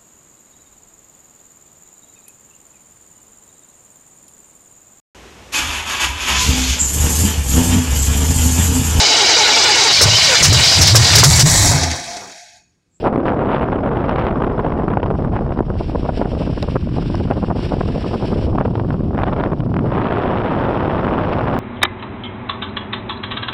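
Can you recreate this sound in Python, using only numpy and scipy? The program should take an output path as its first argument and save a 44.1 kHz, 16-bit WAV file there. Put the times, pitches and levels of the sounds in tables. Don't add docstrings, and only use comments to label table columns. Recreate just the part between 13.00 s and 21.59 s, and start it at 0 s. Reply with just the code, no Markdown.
import sys
import numpy as np
from scipy import signal
from scipy.fft import rfft, irfft, next_fast_len
from scipy.io import wavfile
from scipy.ndimage import uniform_filter1d

SR = 44100
rng = np.random.default_rng(int(sys.argv[2]) if len(sys.argv) > 2 else 0)


def dump(signal):
    limited = np.clip(np.atleast_2d(signal).T, -1, 1)
    pcm = np.round(limited * 32767).astype(np.int16)
    wavfile.write(sys.argv[1], SR, pcm)


N = 378819
TIME = np.arange(N) / SR

# (time [s], level [dB], brightness [dB])
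AIRFLOW = [(0.02, -36.5, -24), (0.06, -21, -16.5), (0.4, -21, -13), (0.52, -18.5, -8.5),
           (0.78, -22.5, -12.5), (1.24, -21, -8.5), (1.35, -23.5, -13), (1.62, -22.5, -12), (2.2, -27, -17),
           (2.55, -29, -15), (2.66, -37.5, -19.5), (3.05, -33, -22.5), (3.74, -30, -24.5),
           (3.83, -43, -10.5), (3.97, -36.5, -17), (5.35, -28, -23), (5.52, -31, -20.5),
           (6.1, -34.5, -20.5), (6.24, -22.5, -9), (6.46, -23.5, -12.5), (6.6, -33.5, -20.5),
           (6.84, -30.5, -13), (6.97, -20.5, -7.5), (8.59, -22, -8)]
# (time [s], eddy swing [dB])
RAGGEDNESS = [(0, 3.5), (1.3, 2.5), (1.9, 7.5), (2.7, 10), (4.0, 10), (5.2, 7.5), (6.05, 11), (6.3, 5),
              (6.65, 8.5), (7.0, -1), (8.59, 1.5)]
# (frequency [Hz], level [dB])
ROAR_EQ = [(100, -19), (220, -1.5), (400, -1), (650, -3.5), (1000, -8), (1450, -15.5), (2050, -25),
           (2900, -30.5), (3500, -36), (4200, -48.5), (5500, -63), (7000, -83)]
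# (frequency [Hz], level [dB])
VORTEX_EQ = [(30, -13.5), (120, 4.5), (500, 0), (1000, -1), (1450, -6), (2050, -18), (2900, -20.5),
             (3600, -27.5), (4300, -35), (5500, -48), (7000, -78.5)]
# (time [s], buffeting [dB], deep rumble [dB])
LOW_END_FADERS = [(0.0, -31.5, -31), (0.6, -23, -28.5), (1.7, -23.5, -24), (2.3, -19.5, -23),
                  (3.05, -26, -22), (3.75, -21, -25.5), (4.2, -20, -23), (4.55, -21.5, -28.5),
                  (4.85, -21.5, -22), (5.17, -24, -30), (5.45, -20, -18), (5.7, -18, -29), (6.05, -19, -24),
                  (6.45, -22, -26), (6.78, -16, -29.5), (7.1, -23, -30.5), (8.59, -21.5, -29)]
# (frequency [Hz], level [dB])
BUFFET_EQ = [(40, -33), (75, -6), (105, -2), (170, -4.5), (260, -9), (370, -14.5), (600, -47), (1500, -88)]
# (frequency [Hz], level [dB])
RUMBLE_EQ = [(8, -14), (22, 13), (38, 19), (65, 18.5), (100, 13.5), (250, -61)]
# (time [s], level [dB])
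HISS_FADER = [(0.02, -50), (0.12, -68.5), (1.2, -68), (2.73, -63), (2.79, -52), (3.1, -53), (3.18, -45),
              (3.27, -55.5), (3.38, -49), (3.74, -49.5), (3.88, -58.5), (3.99, -49.5), (4.55, -54.5),
              (4.62, -44), (4.82, -50.5), (5.04, -47.5), (5.46, -49), (5.49, -57.5), (6.55, -65.5),
              (7.1, -64), (8.59, -61)]
# (frequency [Hz], level [dB])
HISS_EQ = [(500, -22.5), (1550, 9.5), (2000, 5), (2850, 11), (4100, 2), (5400, 5), (5800, -5), (6300, -23),
           (7500, -11.5), (9200, -17), (10200, -21), (11300, -21.5), (12300, -31.5)]
# (time [s], nominal length [s], level [dB], brightness [dB])
GUST_CUES = [(0.067, 0.029, -7.5, -11), (0.28, 0.035, -17.5, -6.5), (0.549, 0.046, -20.5, -6.5),
             (1.097, 0.023, -17, -4), (1.201, 0.04, -20.5, -6), (1.422, 0.0058, -11.5, -9.5),
             (1.884, 0.0074, -10.5, -12.5), (1.938, 0.014, -16.5, -11.5), (2.034, 0.0061, -11, -8),
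             (2.062, 0.0085, -19.5, -7), (2.362, 0.038, -22.5, -7.5), (2.592, 0.0072, -10.5, -13),
             (2.702, 0.029, -21, -16.5), (2.813, 0.021, -18.5, -24), (2.956, 0.0086, -10, -17),
             (3.06, 0.023, -21.5, -14), (3.095, 0.013, -10.5, -13), (3.218, 0.014, -11, -11),
             (3.255, 0.015, -19.5, -13.5), (3.334, 0.0088, -16, -27), (3.413, 0.018, -17, -21),
             (3.502, 0.018, -20, -21), (3.644, 0.0076, -22, -19), (3.762, 0.011, -8, -14.5),
             (3.873, 0.0038, -14, -26), (3.983, 0.034, -17.5, -19.5), (4.145, 0.0053, -16, -16),
             (4.212, 0.0057, -14, -30), (4.315, 0.016, -7.5, -13.5), (4.371, 0.025, -19, -16),
             (4.435, 0.019, -19.5, -15.5), (4.507, 0.013, -12, -18), (4.565, 0.018, -19, -20.5),
             (4.735, 0.028, -19.5, -15), (4.811, 0.0099, -12, -18), (5.145, 0.019, -18.5, -17),
             (5.327, 0.012, -15.5, -15.5), (5.554, 0.0053, -15, -14.5), (5.584, 0.0077, -10, -12.5),
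             (5.615, 0.031, -16, -11), (5.656, 0.0068, -11, -10.5), (5.842, 0.02, -21, -24),
             (5.943, 0.0058, -19.5, -14), (6.189, 0.022, -18.5, -9.5), (6.532, 0.0042, -11, -14),
             (6.767, 0.0053, -15.5, -9.5), (6.851, 0.023, -18, -28), (8.333, 0.016, -22, -3)]
# (frequency [Hz], level [dB])
GUST_EQ = [(40, -13), (130, -2), (400, -2.5), (700, -2), (1000, -4.5), (1450, -12), (2050, -23),
           (2900, -26.5), (4000, -42), (5500, -50.5), (7000, -106)]
# (time [s], peak level [dB], brightness [dB])
POP_CUES = [(0.072, 7, -16), (0.128, 0, -20), (0.16, 7, -18), (0.186, -3, -44), (0.392, 0, -17.5),
            (1.16, -2.5, -13), (1.268, 2, -12.5), (1.445, -3, -15.5), (1.972, 9.5, -19.5),
            (2.104, -0.5, -18), (2.606, 2.5, -29), (2.755, -12, -31), (2.897, -2, -36), (4.31, -1, -30),
            (4.439, 1, -43), (4.74, 3, -26), (4.809, -1, -17), (5.755, -4, -14.5), (5.798, -5, -16.5),
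            (5.906, -3, -16), (6.155, -8, -36), (6.438, 0, -13), (6.472, -5, -26), (6.605, -9.5, -13),
            (6.742, -5.5, -13.5), (6.792, -6, -15), (7.184, -6, -12), (7.881, 1.5, -26)]
# (time [s], level [dB])
TICK_CUES = [(3.627, -21.5), (4.154, -27)]
# (frequency [Hz], level [dB])
RASP_EQ = [(3000, -1.5), (5300, -17), (6300, -20), (7300, -8), (9200, -3), (10200, -12), (11300, -6.5),
           (12400, -19.5)]


def amp(db):
    return 10 ** (np.asarray(db) / 20)


def unit(x):
    return x / np.sqrt(np.mean(x ** 2) + 1e-20)


def automation(rows):
    times, *columns = np.transpose(rows)
    return [np.interp(TIME, times, column) for column in columns]


def eq_db(points, hz):
    point_hz, db = np.transpose(points)
    return np.interp(np.log(hz + 1), np.log(point_hz + 1), db)


def treble_share(hz):
    return eq_db([(250, -0.66), (500, -0.4), (1400, 0.71), (2800, 2.0), (5000, 2.1)], hz)


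def colour(x, eq, tilt_db=0):
    size = next_fast_len(len(x))
    hz = np.fft.rfftfreq(size, 1 / SR)
    gain = amp(eq_db(eq, hz) + tilt_db * treble_share(hz))
    return irfft(rfft(x, size) * gain, size)[:len(x)]


def brighten(x, tilt_db):
    size = next_fast_len(N)
    hz, spectrum = np.fft.rfftfreq(size, 1 / SR), rfft(x, size)
    centres_hz = np.geomspace(200, 6400, 6)
    out = np.zeros(N)
    for centre, share in zip(centres_hz, np.eye(len(centres_hz))):
        band = irfft(spectrum * np.interp(hz, centres_hz, share), size)[:N]
        out += band * amp(tilt_db * treble_share(centre))
    return out


def wander(rate_hz):
    size = next_fast_len(N)
    hz = np.fft.rfftfreq(size, 1 / SR)
    spectrum = rfft(rng.standard_normal(size)) / (1 + (hz / rate_hz) ** 4)
    return unit(irfft(spectrum, size)[:N])


def add(mix, at_s, sound):
    start = max(round(at_s * SR), 0)
    part = mix[start:start + len(sound)]
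    part += sound[:len(part)]


def roar(eddies, trim_db=1.78, neutral_bright_db=-10, flutter_db=3.4, eddy_tilt=0.49, flutter_tilt_db=1.5):
    flow_db, bright_db = automation(AIRFLOW)
    ragged_db, = automation(RAGGEDNESS)
    eddies_db = ragged_db * eddies
    flutter = 2 * np.tanh(wander(rate_hz=300) / 2)
    swing_db = eddies_db + flutter_db * flutter
    swing_db -= 10 * np.log10(uniform_filter1d(amp(swing_db) ** 2, SR // 10))
    tilt_db = bright_db - neutral_bright_db + eddy_tilt * eddies_db + flutter_tilt_db * (flutter - 1)
    air = unit(colour(rng.standard_normal(N), ROAR_EQ))
    return brighten(air, tilt_db) * amp(trim_db + flow_db + swing_db)


def vortex_crackle(per_s=190, size_db=8, trim_db=-7, neutral_bright_db=-8, ragged_share=0.18):
    flow_db, bright_db = automation(AIRFLOW)
    ragged_db, = automation(RAGGEDNESS)
    triggers = rng.random(N) < per_s / SR
    kicks = triggers * amp(size_db * np.minimum(rng.exponential(1, N), 2))
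    suction = brighten(-unit(colour(kicks, VORTEX_EQ)), bright_db - neutral_bright_db)
    lift_db = ragged_share * (ragged_db - 3)
    return suction * amp(trim_db + flow_db + lift_db)


def throb(eq, swing_db):
    lumps = colour(rng.standard_normal(N), eq) * amp(swing_db)
    return lumps / np.sqrt(uniform_filter1d(lumps ** 2, SR // 10))


def buffet(eddies, body_trim_db=-0.1, rumble_trim_db=-1, lumpy_share=0.35, rumble_swing_db=2):
    body_db, rumble_db = automation(LOW_END_FADERS)
    ragged_db, = automation(RAGGEDNESS)
    body = throb(BUFFET_EQ, lumpy_share * ragged_db * eddies)
    rumble = throb(RUMBLE_EQ, rumble_swing_db * wander(rate_hz=23))
    return amp(body_db + body_trim_db) * body + amp(rumble_db + rumble_trim_db) * rumble


def body_hiss(trim_db=6.5, flicker_db=2.2, sway_db=0.9):
    hiss_db, = automation(HISS_FADER)
    unsteady_db = flicker_db * wander(rate_hz=44) + sway_db * wander(rate_hz=16)
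    hiss = unit(colour(rng.standard_normal(N), HISS_EQ))
    return hiss * amp(trim_db + hiss_db + unsteady_db)


def gusts(neutral_bright_db=-9, spread=0.43, grain_db=6):
    out, t = np.zeros(N), np.arange(-2048, 2048) / SR
    grain = amp(grain_db * wander(rate_hz=350))
    for at_s, length_s, db, bright_db in GUST_CUES:
        swell = np.exp(-.5 * (t / (spread * length_s)) ** 2)
        kicks = rng.standard_normal(len(t)) * swell * grain[round(at_s * SR):][:len(t)]
        puff = colour(kicks, GUST_EQ, bright_db - neutral_bright_db)
        puff *= np.sqrt(length_s * SR / np.sum(puff ** 2))
        add(out, at_s + t[0], amp(db) * puff)
    return out


def vortex_pops(trim_db=-2, neutral_bright_db=-15, wake_gain=0.064, wake_decay_s=0.0074):
    out, t = np.zeros(N), np.arange(-512, 512) / SR
    for at_s, db, bright_db in POP_CUES:
        wake = wake_gain * rng.standard_normal(len(t)) * (t > 0) * np.exp(-abs(t) / wake_decay_s)
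        spike = t == 0
        pop = colour(wake - spike, VORTEX_EQ, bright_db - neutral_bright_db) * np.hanning(len(t))
        add(out, at_s + t[0], amp(trim_db + db) * pop / abs(pop).max())
    return out


def harness_ticks(trim_db=-4, decay_s=0.00095):
    out, t = np.zeros(N), np.arange(-512, 1024) / SR
    for at_s, db in TICK_CUES:
        burst = rng.standard_normal(len(t)) * (t >= 0) * np.exp(-abs(t) / decay_s)
        click = colour(burst, HISS_EQ)
        add(out, at_s + t[0], amp(db + trim_db) * click / click.std() / np.pi)
    return out


def duck(x, threshold_db=-15.5, strength=0.51, detector_fall_db_per_s=150):
    power_db = 10 * np.log10(abs(uniform_filter1d(x ** 2, size=400)) + 1e-12)
    fall_db = TIME * detector_fall_db_per_s
    held_db = np.maximum.accumulate(power_db + fall_db) - fall_db
    over_db = np.maximum(held_db - threshold_db, 0)
    return x / amp(strength * uniform_filter1d(over_db, size=100))


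def scene():
    eddies = 2 * np.tanh(wander(rate_hz=70) / 2)
    turbulence = roar(eddies) + gusts() + vortex_pops() + vortex_crackle() + buffet(eddies)
    return (turbulence + body_hiss() + harness_ticks())[None]


def record(dry, knee=0.48, headroom=0.24, rasp_from=0.19, rasp_cap=0.25, rasp_db=-31.5, top_hz=12300):
    ducked = duck(dry[0])
    over = np.sign(ducked) * np.maximum(abs(ducked) - knee, 0)
    shaved = over - headroom * np.tanh(over / headroom)
    keep_dark = signal.firwin(63, cutoff=3500, fs=SR)
    rounded = ducked - signal.oaconvolve(shaved, keep_dark, "same")
    rasp_drive = np.clip(abs(rounded) - rasp_from, 0, rasp_cap)
    rasp = colour(rasp_drive * rng.standard_normal(N), RASP_EQ)
    high_cut = signal.firwin(511, top_hz, window=("kaiser", 9), fs=SR)
    return signal.oaconvolve(rounded + amp(rasp_db) * rasp, high_cut, "same")[None]


dry = scene()
out = record(dry)
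dump(out)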